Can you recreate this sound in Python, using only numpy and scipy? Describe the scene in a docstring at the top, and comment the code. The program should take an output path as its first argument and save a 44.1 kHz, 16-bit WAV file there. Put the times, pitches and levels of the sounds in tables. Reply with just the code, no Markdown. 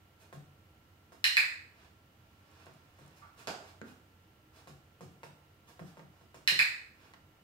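"""A dog-training clicker clicks twice in a bare room: each time its steel tongue snaps in and springs back.
Between the two, a sleeve rustles as an arm brings down a treat, and the dog snaps it up and chomps.
Paws knock, scuff and thud on the wooden floor, fur brushes past, and an appliance hums faintly.
It all reaches the two microphones of a phone lying on the rug a few metres away."""
import sys
import numpy as np
from scipy import signal
from scipy.fft import rfft, irfft, next_fast_len
from scipy.io import wavfile

SR = 44100
rng = np.random.default_rng(int(sys.argv[2]) if len(sys.argv) > 2 else 0)


def generate_wav(signal):
    """Clip the signal to [-1, 1] and save it as 16-bit WAV at the path in sys.argv[1]."""
    frames = np.transpose(np.atleast_2d(signal))
    scaled = np.clip(frames, -1, 1) * 32767
    pcm = np.round(scaled).astype(np.int16)
    wavfile.write(sys.argv[1], SR, pcm)


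N = 327663


def gain(db):
    """Turn decibels into a number to multiply by."""
    return 10 ** (np.asarray(db) / 20)

def unit(x):
    """Scale a sound to an average strength (rms) of 1."""
    return x / np.sqrt(np.mean(x ** 2))

def curve(f, points):
    """Join (frequency, value) points on a scale of octaves and read off the values at f."""
    hz, value = np.transpose(points)
    return np.interp(np.log(f + 1e-9), np.log(hz), value)

def frequencies(size):
    """The frequencies in the spectrum of this many samples."""
    return np.arange(size // 2 + 1) * SR / size

def resonance(f, hz, width):
    """How strongly a body answers each frequency: 1 at hz, falling steeply on both sides."""
    return 1 / (1 + ((f ** 2 - hz ** 2) / (f * width + 1e-9)) ** 2)

def add(out, s, sound):
    """Mix a sound in, starting at second s."""
    start = int(s * SR)
    out[start:start + len(sound)] += sound[:N - start]

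def ring(modes, size=8192):
    """How a body with these resonances rings after one sharp tap; the energy is 1."""
    power = sum((gain(db) * resonance(frequencies(size), hz, width)) ** 2 for hz, width, db in modes)
    # keep the spectrum, but make all the ringing come after the tap (minimum phase)
    cepstrum = irfft(np.log(power + 1e-9) / 2)
    cepstrum[1:size // 2] *= 2
    cepstrum[size // 2 + 1:] = 0
    ringing = irfft(np.exp(rfft(cepstrum)))
    return unit(ringing) / np.sqrt(size)

def strike(hits, modes):
    """Tap a body at each (time, level) and let it ring."""
    out, ringing = np.zeros(N), ring(modes)
    for s, db in hits:
        add(out, s, gain(db) * ringing)
    return out

def friction(hz, width, grain_db=3.5, size=2 ** 14):
    """Rubbing noise: countless tiny slips of uneven size in one broad band."""
    slips = rng.standard_normal(size) * gain(grain_db * rng.exponential(size=size))
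    return unit(irfft(rfft(slips) * resonance(frequencies(size), hz, width)))

def rub(s, length_s, db, hz, width):
    """One rub that swells until second s and dies away."""
    out, noise = np.zeros(N), friction(hz, width)
    t = (np.arange(len(noise)) - len(noise) // 2) / SR
    add(out, s + t[0], gain(db) * noise * np.exp(-(2 * t / length_s) ** 2))
    return out

def all_around(size, mic_gap_m=0.16):
    """Left and right spectra of noise from all sides: the microphones agree only in the bass."""
    left, other = rfft(rng.standard_normal((2, size)))
    alike = np.sinc(2 * frequencies(size) * mic_gap_m / 343)
    return np.array([left, alike * left + np.sqrt(1 - alike ** 2) * other])


# the hush of the room, from bass to treble: f/Hz, relative level/dB
HUSH = [(20, -13.5), (50, -16.5), (65, 0), (110, -1.5), (170, -5), (250, -9.5), (550, -13.5), (1100, -15.5),
        (2000, -18), (3500, -23.5), (5500, -29), (10000, -34), (15000, -28.5)]
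# the appliance's noisy resonances: f/Hz, width/Hz, level/dB
DRONES = [(91.6, 10, -70.5), (314.3, 13, -77.5), (2890, 300, -81.5)]
# its pure hum and thin whine: f/Hz, level/dB
HUM_TONES = [(91.5, -77.5), (1362, -79.5)]

def air_and_appliance(hush_db=-64, right_louder_db=2.0):
    """Still air, and an appliance that steadily drones, hums and whines."""
    size = 2 * next_fast_len(N // 2 + 1)
    t, f = np.arange(size) / SR, frequencies(size)
    out = gain(hush_db) * unit(irfft(all_around(size) * gain(curve(f, HUSH))))
    for hz, width, db in DRONES:
        out += gain(db) * unit(irfft(all_around(size) * resonance(f, hz, width)))
    for hz, db in HUM_TONES:
        out += gain(db) * unit(np.sin(2 * np.pi * (hz * t + rng.random())))
    return out[:, :N] * gain(right_louder_db * np.array([[-.5], [.5]]))


# each brush of fur or paw, timed at its loudest: t/s, length/s, level/dB
FUR_BRUSHES = [(0.215, 0.039, -67.5), (3.172, 0.022, -66), (3.394, 0.047, -63), (3.659, 0.099, -68.5),
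               (3.874, 0.057, -67), (4.569, 0.063, -68.5), (5.686, 0.03, -66.5), (5.871, 0.046, -68.5),
               (6.139, 0.061, -78.5)]

def fur_brushes(usual_length_s=.04):
    """Fur and paws brush past: a hiss, brighter for a quicker brush, over a soft low rub."""
    out = np.zeros(N)
    for s, length_s, db in FUR_BRUSHES:
        brightness = (usual_length_s / length_s) ** .55
        hiss = rub(s, length_s, db, hz=1900 * brightness, width=10500 * brightness)
        body = rub(s, length_s, db - 1, hz=420, width=1670)
        out += hiss + body
    return out


# resonances of a knock on wood: f/knock's pitch, width/that f, level/dB
KNOCK_MODES = [(.48, 0.58, 0), (1, 0.26, 0), (1.501, 0.1, -4), (2.299, 0.53, -10), (4.401, 0.54, -23.5)]

def knock(s, db, pitch_hz):
    """A claw or a pad taps the wood, which rings briefly."""
    modes = [(k * pitch_hz, k * pitch_hz * share, level) for k, share, level in KNOCK_MODES]
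    return strike([(s, db)], modes)

def scuff(db, skid_s=0.0093):
    """A paw skids a little: rubbing noise that fades fast."""
    noise = friction(hz=1500, width=8200)
    skid = noise * np.exp(-np.arange(len(noise)) / SR / skid_s)
    return gain(db) * skid / np.linalg.norm(skid)


# low resonances of the floorboards: f/Hz, width/Hz, level/dB
BOARD_MODES = [(88, 22, -9), (145.7, 24, 2.5), (181, 22, -3), (288.5, 170, -10)]

def thud(db, peak_s=0.022, size=2 ** 14):
    """The dog's weight rolls unevenly onto a paw, and the boards rumble under it."""
    age = np.arange(size) / SR / peak_s
    push = rng.standard_normal(size) * age * np.exp(-age)
    rumble = signal.fftconvolve(push, ring(BOARD_MODES))
    return gain(db) * rumble / np.linalg.norm(rumble)


# each paw landing: t/s, knock level/dB, knock f/Hz, scuff level/dB, thud level/dB
PAW_STEPS = [(.327, -23, 703, -35.5, -17.5), (1.121, -28.5, 670, -38, -35.5), (2.667, -27, 670, -53, -30.5),
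             (2.987, -34, 706, -43, -27), (4.673, -26.5, 727, -34, -23.5), (5.008, -22, 480, -35, -20),
             (5.2323, -21, 925, -33, -27.5), (5.7937, -22, 675, -39.5, -15), (5.971, -26, 600, -44, -25.5),
             (5.994, -27, 796, -50.5, -31), (6.212, -35.5, 640, -47.5, -36.5),
             (6.344, -25.5, 640, -35, -31), (6.517, -20, 383, -49, -23.5), (7.137, -30, 1940, -51, -37)]

def paw_steps(pad_delay_s=.0055):
    """Paws land, each spot of floor with its own pitch; gives the bright scuffs and the dull bumps."""
    scuffs, bumps = np.zeros((2, N))
    for s, knock_db, hz, scuff_db, thud_db in PAW_STEPS:
        claws = knock(s, knock_db, hz)
        pad = knock(s + pad_delay_s, knock_db - 3.5, hz * .72)  # later, softer and lower
        bumps += claws + pad
        add(scuffs, s, scuff(scuff_db))
        add(bumps, s, thud(thud_db))
    return scuffs, bumps


# the clicker's tongue is pressed in, and let go: t/s, level/dB
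CLICKS_IN = [(1.2421, 2), (6.4757, 2.5)]
CLICKS_OUT = [(1.3689, 3.3), (6.5913, 3.3)]
# resonances of tongue and case, bent and relaxed: f/Hz, width/Hz, level/dB
BENT_MODES = [(1200, 1300, -25), (1910, 373, 3), (2480, 390, -2.5), (2922, 360, 2), (3730, 340, -3.5),
              (4050, 190, 4), (4164, 11.5, 12), (4520, 400, -6.5), (5216, 880, -8.5), (6600, 1400, -20),
              (8060, 2800, -19), (10800, 4600, -20), (14000, 3000, -27.5)]
RELAXED_MODES = [(1400, 2800, -26.5), (1694, 110, -11), (1900, 480, 0), (2290, 300, 1.5), (2495, 200, 3),
                 (3535, 190, -12.5), (4210, 740, -7.5), (4924, 270, -11.5), (7550, 2500, -23.5),
                 (10930, 1300, -23), (13660, 3000, -28.5)]

def clicker():
    """The steel tongue buckles and springs back; it rings higher while it is bent."""
    return strike(CLICKS_IN, BENT_MODES) + strike(CLICKS_OUT, RELAXED_MODES)


# the sleeve's rustle as the arm brings the treat down: t/s, level/dB
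ARM_RUSTLE = [(2.1, -88), (2.45, -79), (2.61, -69), (2.75, -77.5), (2.92, -81), (3.02, -72), (3.13, -76.5),
              (3.35, -83.5)]

def sleeve(hz=590, width=3470, reach_delay_s=.44):
    """Cloth rubs as the hand goes for a treat after each click, and as the arm brings one down."""
    reaches = sum(rub(s + reach_delay_s, length_s=.12, db=-69.5, hz=hz, width=width)
                  for s, _ in CLICKS_OUT)
    times, levels = np.transpose(ARM_RUSTLE)
    motion = np.interp(np.arange(N) / SR, times, gain(levels), left=0, right=0)
    cloth = friction(hz, width, grain_db=3, size=2 * next_fast_len(N // 2 + 1))[:N]
    return reaches + motion * cloth

def tiny_ticks(per_second=13, hz=8100, width=5800, count=96):
    """Tiny, dry, high ticks come at random, louder when the rustle is louder."""
    rustle_times, rustle_db = np.transpose(ARM_RUSTLE)
    times = rustle_times[0] + np.cumsum(rng.exponential(1 / per_second, count))
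    levels = np.interp(times, rustle_times, rustle_db) + rng.uniform(20, 30, count)
    hits = [(s, db) for s, db in zip(times, levels) if s < rustle_times[-1]]
    return strike(hits, [(hz, width, 0)])

def paw_slide():
    """One paw slides with a short, hollow rub."""
    return rub(s=3.226, length_s=.02, db=-58, hz=1203, width=902)


# resonances of the snapping jaws: f/Hz, width/Hz, level/dB
SNAP_MODES = [(171, 290, -7), (437, 430, -2.5), (716, 390, 0), (1440, 510, -3.5), (2690, 2800, -9.5),
              (4700, 900, -8.5), (6600, 3300, -16), (11200, 3300, -23.5)]

def jaw_snap(s=3.4729, db=-12.5):
    """The jaws strike together as they snap at the treat."""
    return strike([(s, db)], SNAP_MODES)


# resonances of the closing mouth: f/Hz, width/Hz, level/dB
CHOMP_MODES = [(152, 50, -8.5), (247, 60, 3.5), (380, 240, -7.5), (704, 1200, -27), (1480, 290, -9.5),
               (1960, 920, -23.5), (4200, 2400, -36), (6800, 1100, -35)]

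def chomp(s=3.8155, db=-13):
    """The jaws close on the treat with a hollow knock."""
    return strike([(s, db)], CHOMP_MODES)


# first echoes from floor, walls and ceiling: delay/ms, left level/dB, right level/dB
FIRST_ECHOES = [(1.72, -10.5, -3), (5.284, -4.5, 1.5), (9.69, -4, 1), (16.18, -16.5, -4),
                (23.86, -10.5, -11.5), (28.18, -8.5, -4), (31.75, -5.5, -10), (35.3, -13, -3.5)]
# how long the room's echoing tail takes to fade by 60 dB: f/Hz, t/s
FADE_TIMES = [(140, .5), (400, .5), (1000, 0.62), (2000, 0.4823), (4200, 0.4565), (8000, 0.5),
              (10500, 0.3739), (14000, 0.3939)]
# how much louder the scattered sound is on the right: f/Hz, level/dB
RIGHT_LEAN = [(180, -0.5), (700, 5), (1300, 5.5), (2200, 2), (5000, 3.5), (8000, 3.5), (14000, -5)]

def room(tail_db, echo_db, scatter_db, dull_hz, scatter_s=0.0025, build_s=0.0076, size=2 ** 15):
    """The room's answer to one tap, left and right: direct sound, first echoes, then a fading tail."""
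    t, f = np.arange(size) / SR, frequencies(size)
    noise = all_around(size) * gain(np.outer([-.5, .5], curve(f, RIGHT_LEAN)))
    centres = [hz for hz, _ in FADE_TIMES]
    tail = 0
    for (_, fade_s), share in zip(FADE_TIMES, np.eye(len(centres))):
        band = irfft(noise * curve(f, list(zip(centres, share))))
        tail += band * gain(-60 * t / fade_s)
    tail *= 1 - np.exp(-(t / build_s) ** 2)
    response = gain(tail_db) * unit(tail) / np.sqrt(size)
    lag = round(.00022 * SR)  # the direct sound reaches the right microphone this much later
    # each echo comes from its own side, so it has its own lag
    sides = rng.uniform(-1, 2, len(FIRST_ECHOES))
    for (ms, left_db, right_db), side in zip(FIRST_ECHOES, sides):
        at = int(ms * SR / 1000)
        response[0, at] += gain(left_db + echo_db)
        response[1, at + int(side * lag)] += gain(right_db + echo_db)
    # surfaces soak up treble from the echoes and the tail
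    pole = np.exp(-2 * np.pi * dull_hz / SR)
    response = signal.lfilter([1 - pole], [1, -pole], response)
    # things close to the path scatter a quick blur behind the direct sound
    blur = unit(irfft(noise) * np.exp(-t / scatter_s))
    response += gain(scatter_db) * blur / np.sqrt(size)
    # the direct sound; the left microphone faces a little away from it
    response[0, 0] += gain(-4)
    response[1, lag] += 1
    return response

def heard(sound, path):
    """Send a sound through the room to the two microphones."""
    return signal.fftconvolve(sound[None], path, axes=1)[:, :N]

def scene():
    """Bright sounds fill the room; dull ones skim the floor and echo less, as do the tiny ticks."""
    through_air = room(tail_db=7.0, echo_db=-3.5, scatter_db=-8, dull_hz=11000)
    along_floor = room(tail_db=-2.5, echo_db=-9, scatter_db=-2.5, dull_hz=4000)
    background = air_and_appliance()
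    scuffs, bumps = paw_steps()
    bright = fur_brushes() + scuffs + clicker() + sleeve() + paw_slide() + jaw_snap()
    dull = bumps + chomp()
    return background + heard(bright, through_air) + heard(dull + tiny_ticks(), along_floor)

def record(dry, top_hz=15600):
    """The phone cuts off the highest treble."""
    return signal.sosfilt(signal.ellip(8, .2, 70, top_hz, fs=SR, output="sos"), dry)


dry = scene()
out = record(dry)
generate_wav(out)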